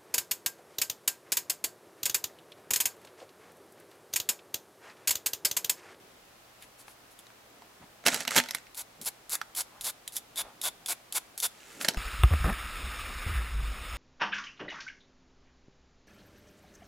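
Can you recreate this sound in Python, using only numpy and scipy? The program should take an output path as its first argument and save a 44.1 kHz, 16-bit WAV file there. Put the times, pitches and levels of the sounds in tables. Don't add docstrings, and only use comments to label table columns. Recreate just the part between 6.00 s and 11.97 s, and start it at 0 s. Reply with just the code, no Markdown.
import sys
import numpy as np
from scipy import signal
from scipy.fft import rfft, irfft, next_fast_len
from scipy.io import wavfile

SR = 44100
rng = np.random.default_rng(int(sys.argv[2]) if len(sys.argv) > 2 else 0)


def to_wav(s):
    ch = np.atleast_2d(s).T
    pcm = np.round(np.clip(ch, -1, 1) * 32767)
    wavfile.write(sys.argv[1], SR, pcm.astype(np.int16))


N = 263277
TIME = np.arange(N) / SR


def from_db(db):
    return 10 ** (np.asarray(db) / 20)


def rms_one(x):
    return x / np.sqrt(np.mean(x ** 2) + 1e-20)


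def band(x, low_hz, high_hz, order=2):
    edges = [low_hz, min(high_hz, .47 * SR)]
    return signal.sosfilt(signal.butter(order, edges, "band", fs=SR, output="sos"), x + 1e-18)


def resonate(x, hz, width_hz):
    r = np.exp(-np.pi * width_hz / SR)
    gain = (1 - r * r) / 2
    feedback = [1, -2 * r * np.cos(2 * np.pi * hz / SR), r * r]
    return signal.lfilter(np.array([1, 0, -1]) * gain, feedback, x + 1e-18)


def ring(x, modes):
    return sum(from_db(db) * resonate(x, hz, width) for hz, width, db in modes)


def colour(x, spectrum):
    size = 2 * next_fast_len(N // 2 + 4096)
    hz, db = np.transpose(spectrum)
    grid = np.maximum(np.arange(size // 2 + 1) * SR / size, 1)
    gain = from_db(np.interp(np.log(grid), np.log(hz), db))
    cepstrum = irfft(np.log(gain))
    response = np.exp(rfft(2 * cepstrum[:size // 2], size))
    return rms_one(irfft(rfft(x, size) * response)[:N])


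def add(track, s, sound):
    start = int(s * SR)
    track[start:start + len(sound)] += sound[:N - start]


def grains(per_s, spread_db):
    sizes = from_db(spread_db * np.minimum(rng.exponential(1, N), 4))
    signed = sizes * rng.choice([-1, 1], N)
    return rms_one(signed * (rng.random(N) < per_s / SR))


def contact(rise_s, decay_s, tail_db, tail_s):
    t = TIME[:SR // 10]
    fading = np.exp(-t / decay_s) + from_db(tail_db) * np.exp(-t / tail_s)
    shape = np.minimum(t / rise_s, 1) * fading
    return shape * rng.choice([-1, 1], len(t)) * rng.uniform(.5, 1, len(t))


def at_level(burst, db):
    return from_db(db) * burst / np.sqrt(np.mean(burst[:int(.006 * SR)] ** 2))


def swell(s, length_s):
    return np.exp(-2 * ((TIME - s) / length_s) ** 2)


def place(x, pan_db):
    return x * from_db([[pan_db / 2], [-pan_db / 2]])


# pitch_hz, gain_db
AIR_COLOUR = [(18, -49), (30, -2), (124, -8.5), (174, -4.5), (328, -2.5), (384, -4.5), (760, -1),
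              (889, -4.5), (1280, -5), (1630, -7.5), (2230, -8.5), (8520, -17), (14800, -19), (16000, -24)]
AIR_DB = -58.5
HUM_HZ, HUM_DB = 118.5, -72.5


def background(side_db=-1):
    mid, side = [colour(noise, AIR_COLOUR) for noise in rng.standard_normal((2, N))]
    hiss = mid + from_db(side_db) * side * [[1], [-1]]
    hum = np.sin(2 * np.pi * HUM_HZ * TIME)
    return from_db(AIR_DB) * hiss + from_db(HUM_DB) * hum


# middle_s, length_s, level_db, pitch_hz
HAND_RUBS = [(0.024, 0.25, -61, 290), (.63, 0.023, -54.5, 1970), (1.592, 0.31, -65, 270),
             (1.826, 0.037, -55, 164), (1.828, 0.02, -53.5, 660), (3.014, 0.033, -51.5, 192),
             (3.775, .13, -59.5, 730), (3.827, 0.045, -62.5, 41.2), (4.46, 0.051, -63, 42),
             (4.463, 0.087, -51, 556), (4.503, 0.62, -65, 229), (5.717, 0.21, -59, 1690),
             (5.887, 0.2, -49.5, 260)]


def hands(breadth=1.04):
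    friction = grains(per_s=3400, spread_db=0.5)
    out = np.zeros(N)
    for s, length, db, hz in HAND_RUBS:
        rub = band(resonate(friction, hz, breadth * hz), hz / 2, 3 * hz, order=1)
        out += from_db(db) * swell(s, length) * rms_one(rub)
    return out


# start_s, level_db, pitch_hz
FLICKS = [(0.6233, -48.5, 3500), (1.19, -48.5, 3470), (3.3526, -29, 1880), (3.6082, -32.5, 5000),
          (4.077, -34, 3920), (4.166, -28.5, 11500), (5.401, -30.5, 10520)]
# (over level_db, before the trims in brushing)
STROKES = [(2.746, 0.027, .046, -35.5, -10.5, -13, -17.5), (3.0137, 0.047, .028, -28.5, -15, -11, -20),
           (3.294, 0.024, 0.037, -28.5, -31, -13, -33), (3.5494, 0.02, 0.049, -28.5, -14, -14, -18),
           (3.8097, 0.035, 0.059, -30.5, -7, -11, -12), (4.122, .036, 0.027, -33.5, -19, -23, -20),
           (4.3579, 0.015, 0.045, -32, -10.5, -6.5, -3), (4.6142, .023, 0.05, -29, -4.5, -8, -7),
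           (4.860, .027, 0.043, -28, -5, -7.5, -15), (5.124, .029, 0.029, -26, -7, -6.5, -14),
           (5.3769, .051, .038, -24.5, -25, -11.5, -12.5)]
# pitch_hz, width_hz, gain_db
TAP_MODES = [(3480, 79, 10), (3675, 144, 13), (4770, 380, 2), (7080, 200, 5.5), (9950, 320, 9.5),
             (12000, 370, -2)]
TOUCH_HZ = 4020


def flicks(steel_db=-4, ring_db=-4, ring_width_hz=600):
    out = np.zeros(N)
    touches = [(s, db + tick, TOUCH_HZ) for s, _, _, db, tick, _, _ in STROKES]
    for s, db, hz in touches + FLICKS:
        blow = contact(rise_s=0.001, decay_s=0.0016, tail_db=-20, tail_s=0.014)
        tick = rms_one(band(blow, 4550, 11600))
        steel = from_db(steel_db) * rms_one(ring(blow, TAP_MODES))
        own_ring = from_db(ring_db) * rms_one(resonate(blow, hz, ring_width_hz))
        add(out, s, at_level(tick + steel + own_ring, db))
    return out


DRAG_RELEASE_S = 0.01
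UNCRUMPLE_DB, UNCRUMPLE_S = -20, 0.056


def drag_force(s, rise_s, hold_s):
    after = np.maximum(TIME - s - rise_s - hold_s, 0)
    build = np.clip((TIME - s) / rise_s, 0, 1)
    release = np.exp(-after / DRAG_RELEASE_S)
    relaxing = from_db(UNCRUMPLE_DB) * np.exp(-after / UNCRUMPLE_S)
    return build * np.maximum(release, relaxing)


# middle_s, length_s, level_db
SWISHES = [(0.632, .035, -57.5), (.807, .029, -52.5), (.902, 0.044, -57), (1.12, .024, -60),
           (1.197, 0.019, -57), (5.743, 0.12, -62), (5.823, 0.021, -38.5)]
# start_s, rise_s, hold_s, level_db (before drag_db)
DRAGS = [(2.051, 0.013, 0.02, -23), (2.09, 0.043, 0.032, -31.5), (2.172, 0.012, 0.046, -41),
         (2.272, 0.0025, .006, -38), (2.301, 0.0067, 0.055, -34.5), (2.354, 0.0072, .028, -21),
         (2.48, 0.078, 0.027, -51), (5.478, 0.23, .17, -53), (5.802, .003, 0.023, -38.5),
         (5.846, 0.0025, 0.0067, -32.5), (5.882, 0.00092, 0.0063, -27.5)]
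# pitch_hz, gain_db
BAG_COLOUR = [(70, -60), (120, -14.5), (160, -2), (200, -1.5), (400, -6.5), (560, 1.5), (880, -6),
              (1110, -8.5), (1400, 0), (3200, -6.5), (4700, -8), (7400, -3.5), (12000, -16), (16000, -25)]
# pitch_hz, gain_db
BRISTLE_COLOUR = [(200, -18), (700, -9), (1800, -7.5), (2800, -8), (4200, 0.5), (5900, -0.5), (7300, 3),
                  (8800, 1), (10500, 7), (13000, 1), (16000, -12.5)]


def bag(drag_db=-1, clump_db=2.5, crease_db=-6):
    force = sum(from_db(db + drag_db) * drag_force(s, rise, hold) for s, rise, hold, db in DRAGS)
    clumps = from_db(clump_db * rms_one(band(rng.standard_normal(N), 28, 130)))
    scrape = colour(grains(per_s=9000, spread_db=2.5), BAG_COLOUR)
    crease_pitches = np.geomspace(1300, 7000, num=12)
    creases = rms_one(sum(resonate(grains(per_s=84, spread_db=8.0), hz, 210) for hz in crease_pitches))
    crinkle = force * rms_one(clumps * (scrape + from_db(crease_db) * creases))
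    touch = sum(from_db(db) * swell(s, length) for s, length, db in SWISHES)
    swish = touch * colour(grains(per_s=4800, spread_db=-0.5), BRISTLE_COLOUR)
    return place(crinkle, pan_db=-3.0) + swish


JIGGLE_FROM_S, JIGGLE_TO_S = 2.13, 2.5
JIGGLE_DB, JIGGLE_SPREAD_DB = -40.5, 6.5


def jiggles(count=12, hardness_db=-13, thud_db=-13):
    slot, size, pitch = rng.random((count, 3)).T
    times = JIGGLE_FROM_S + (JIGGLE_TO_S - JIGGLE_FROM_S) * (np.arange(count) + slot) / count
    levels = JIGGLE_DB + JIGGLE_SPREAD_DB * (2 * size - 1)
    pitches = 1400 * 3 ** pitch
    return [(s, db, hardness_db, thud_db, hz) for s, db, hz in zip(times, levels, pitches)]


# start_s, level_db, hardness_db (treble over level_db), thud_db (bench over level_db),
# pitch_hz; the levels are before the trims clack_db, snap_db, bench_db and thud_db below
KNOCKS = [(0.8803, -47.5, -49, -32, 920), (0.8823, -51, -35, -27, 2300), (1.2679, -51.5, -15, -20, 3720),
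          (1.303, -55, -25, -16, 1600), (1.6203, -50, -25, -6, 970), (2.0396, -48, -38, -2, 1590),
          (2.0644, -18.5, -6, -15, 3000), (2.0717, -20.5, -6, -8.5, 2900), (2.0828, -21, -9.5, -7.5, 1800),
          (2.1443, -26.5, -3.5, -13, 4770), (2.2052, -32, -7, -12, 5750), (2.2777, -24, -14, -14, 2750),
          (2.3082, -31.5, -10, -14, 1930), (2.3628, -22, -1, -6, 1670), (2.3699, -28, 1, 0, 600),
          (2.379, -18.5, -8, -10.5, 3300), (2.384, -18, -12, -16, 3330), (2.4009, -24, -15, -15, 2480),
          (2.4871, -37, -9, -20, 3850), (2.5087, -30, -8.5, -21, 4930), (2.548, -27, -2, -17.5, 2200),
          (2.668, -51.5, -21, -16, 2230), (3.415, -29, -31, -27, 1420), (5.8123, -33, -23, -20, 1620),
          (5.8469, -25.5, -13, -17, 1640), (5.8856, -19.5, -6, -14, 4220),
          (5.8862, -26.5, -28, -21.5, 2960), (5.9451, -39, -14, -2, 1600)]
# time_s, pan_db (left minus right)
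CLATTER_PAN = [(.9, 6), (2.06, -5), (2.55, -3), (5.85, -1.5)]
PAN_SCATTER_DB = 2
# pitch_hz, width_hz, gain_db
HANDLE_MODES = [(1540, 71, 9), (1740, 220, -21), (2060, 220, 10), (2320, 160, -7), (2470, 56, -15),
                (3190, 81, 7), (4000, 320, -9), (4030, 280, 5), (5300, 290, 5)]
# pitch_hz, gain_db (before bench_db), t60_s (time to fade by 60 dB)
BENCH_MODES = [(186, -37, 0.16), (246.3, 3, 0.2), (278, -1, 0.063), (504, -6, 0.099), (577, -1.5, 0.16),
               (682, 3, 0.036), (899, 10, 0.11)]
RING_PER_HARDNESS = 0.6
AHEAD_S, AHEAD_DB = .003, -24.5


def knocks(ring_db=-8, ring_width_hz=300, crack_db=-5, thud_db=-6.0, bench_db=2, clack_db=-1.5,
           snap_db=-1, rise_s=.0008):
    out, thuds = np.zeros((2, N)), np.zeros(N)
    for s, db, hardness, thud, hz in KNOCKS + jiggles():
        blow = contact(rise_s=rise_s, decay_s=0.0016, tail_db=-16.5, tail_s=0.011)
        blow[int(rise_s * SR)] += from_db(crack_db) * np.sqrt(np.sum(blow ** 2))
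        rattle = rms_one(rms_one(band(blow, 1750, 5200)) + rms_one(ring(blow, HANDLE_MODES)))
        ring_level = from_db(ring_db - RING_PER_HARDNESS * hardness)
        body = rattle + ring_level * rms_one(resonate(blow, hz, ring_width_hz))
        clack = at_level(body, db + clack_db)
        snap = at_level(band(blow, 8600, 12500, order=3), db + hardness + snap_db)
        pan_db = np.interp(s, *np.transpose(CLATTER_PAN)) + PAN_SCATTER_DB * rng.uniform(-1, 1)
        for track, side in zip(out, place(clack + snap, pan_db)):
            add(track, s - rise_s / 2, side)
            add(track, s - AHEAD_S, from_db(AHEAD_DB) * side)
        add(thuds, s, at_level(band(blow, 137, 880), db + thud))
    bench = sum(from_db(db) * resonate(thuds, hz, np.log(1000) / np.pi / t60) for hz, db, t60 in BENCH_MODES)
    return out + from_db(thud_db) * thuds + from_db(bench_db) * bench


BITE_S, BITE_DB, LEAVE_DB = 0.0056, -3, -4
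PEAK_SHARE = 0.42
SETTLE_S, SETTLE_DB = 0.0089, 22


def stroke_force(bite, leave):
    peak = bite + PEAK_SHARE * (leave - bite)
    moments = [bite - 2 * BITE_S, bite, peak, leave, leave + SETTLE_S, leave + 4 * SETTLE_S]
    levels_db = [-24, BITE_DB, 0, LEAVE_DB, -SETTLE_DB, -2 * SETTLE_DB]
    return from_db(np.interp(TIME, moments, levels_db, left=-np.inf, right=-np.inf))


# pitch_hz, width_hz, gain_db
HEAD_MODES = [(745, 41, 4), (985, 320, 3), (1448, 124, 1), (2140, 550, -4)]
GRAZE_DB, GRAZE_FADE_S = -10.5, .06


def brushing(uneven_db=1.3, hiss_db=-1.5, head_db=-1.5, steel_db=2):
    graze, rasp, head, steel = np.zeros((4, N))
    for touch, grazing, rasping, db, _, head_share, tap_share in STROKES:
        bite, leave = touch + grazing, touch + grazing + rasping
        is_grazing = (TIME > touch) & (TIME < bite)
        graze += from_db(db + GRAZE_DB) * is_grazing * np.exp(-np.abs(TIME - touch) / GRAZE_FADE_S)
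        force = from_db(db) * stroke_force(bite, leave)
        rasp += force
        head += force * from_db(head_share) * np.interp(TIME, [bite, leave], [.6, 1.3])
        steel += force * from_db(tap_share)
    slips, catches = grains(per_s=14000, spread_db=2), grains(per_s=2700, spread_db=5.5)
    uneven = from_db(uneven_db * rms_one(band(rng.standard_normal(N), 34, 155)))
    hiss = rasp * uneven * colour(slips, BRISTLE_COLOUR) + graze * colour(catches, BRISTLE_COLOUR)
    hollow = rms_one(ring(grains(per_s=7200, spread_db=0), HEAD_MODES))
    shakes = grains(per_s=9900, spread_db=-3.0)
    ringing = ring(steel * shakes, TAP_MODES) / np.std(ring(shakes, TAP_MODES))
    return from_db(hiss_db) * hiss + from_db(head_db) * head * hollow + from_db(steel_db) * ringing


ROOM_T60_S, ROOM_DB, WALL_CUT_HZ = 0.49, -25, 4700


def room_tail(x):
    t = TIME[:SR // 2]
    noise = band(rng.standard_normal(len(t)), 130, WALL_CUT_HZ, order=1)
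    tail = noise * from_db(-60 * t / ROOM_T60_S) * np.minimum(t / 0.019, 1)
    return signal.fftconvolve(x, tail / np.sqrt(np.sum(tail ** 2)))[:N]


# delay_s, level_db, pan_db (left minus right)
ECHOES = [(.0011, -47, -3), (.0023, -28, -24.5), (.0049, -26.5, 23.5), (.0072, -25.5, 7)]


def workshop(x):
    near = np.zeros((2, N))
    for delay, db, pan_db in ECHOES:
        delayed = np.concatenate([np.zeros(int(delay * SR)), x])[:N]
        near += place(from_db(db) * delayed, pan_db)
    return near + from_db(ROOM_DB) * np.array([room_tail(x), room_tail(x)])


def scene():
    direct = knocks() + bag() + brushing() + flicks() + hands()
    return direct + workshop(direct.mean(axis=0)) + background()


NARROW_HZ = 413
CUTOFF_HZ = 16100


def record(dry):
    mid, side = (dry[0] + dry[1]) / 2, (dry[0] - dry[1]) / 2
    hz = np.arange(N + 1) * SR / (2 * N)
    width = hz / np.hypot(hz, NARROW_HZ) * np.interp(hz, [10500, 12500], [1, .35])
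    narrowed = irfft(rfft(side, 2 * N) * width)[:N]
    stereo = mid + narrowed * [[1], [-1]]
    return signal.sosfilt(signal.ellip(10, .1, 80, CUTOFF_HZ, fs=SR, output="sos"), stereo)


dry = scene()
out = record(dry)
to_wav(out)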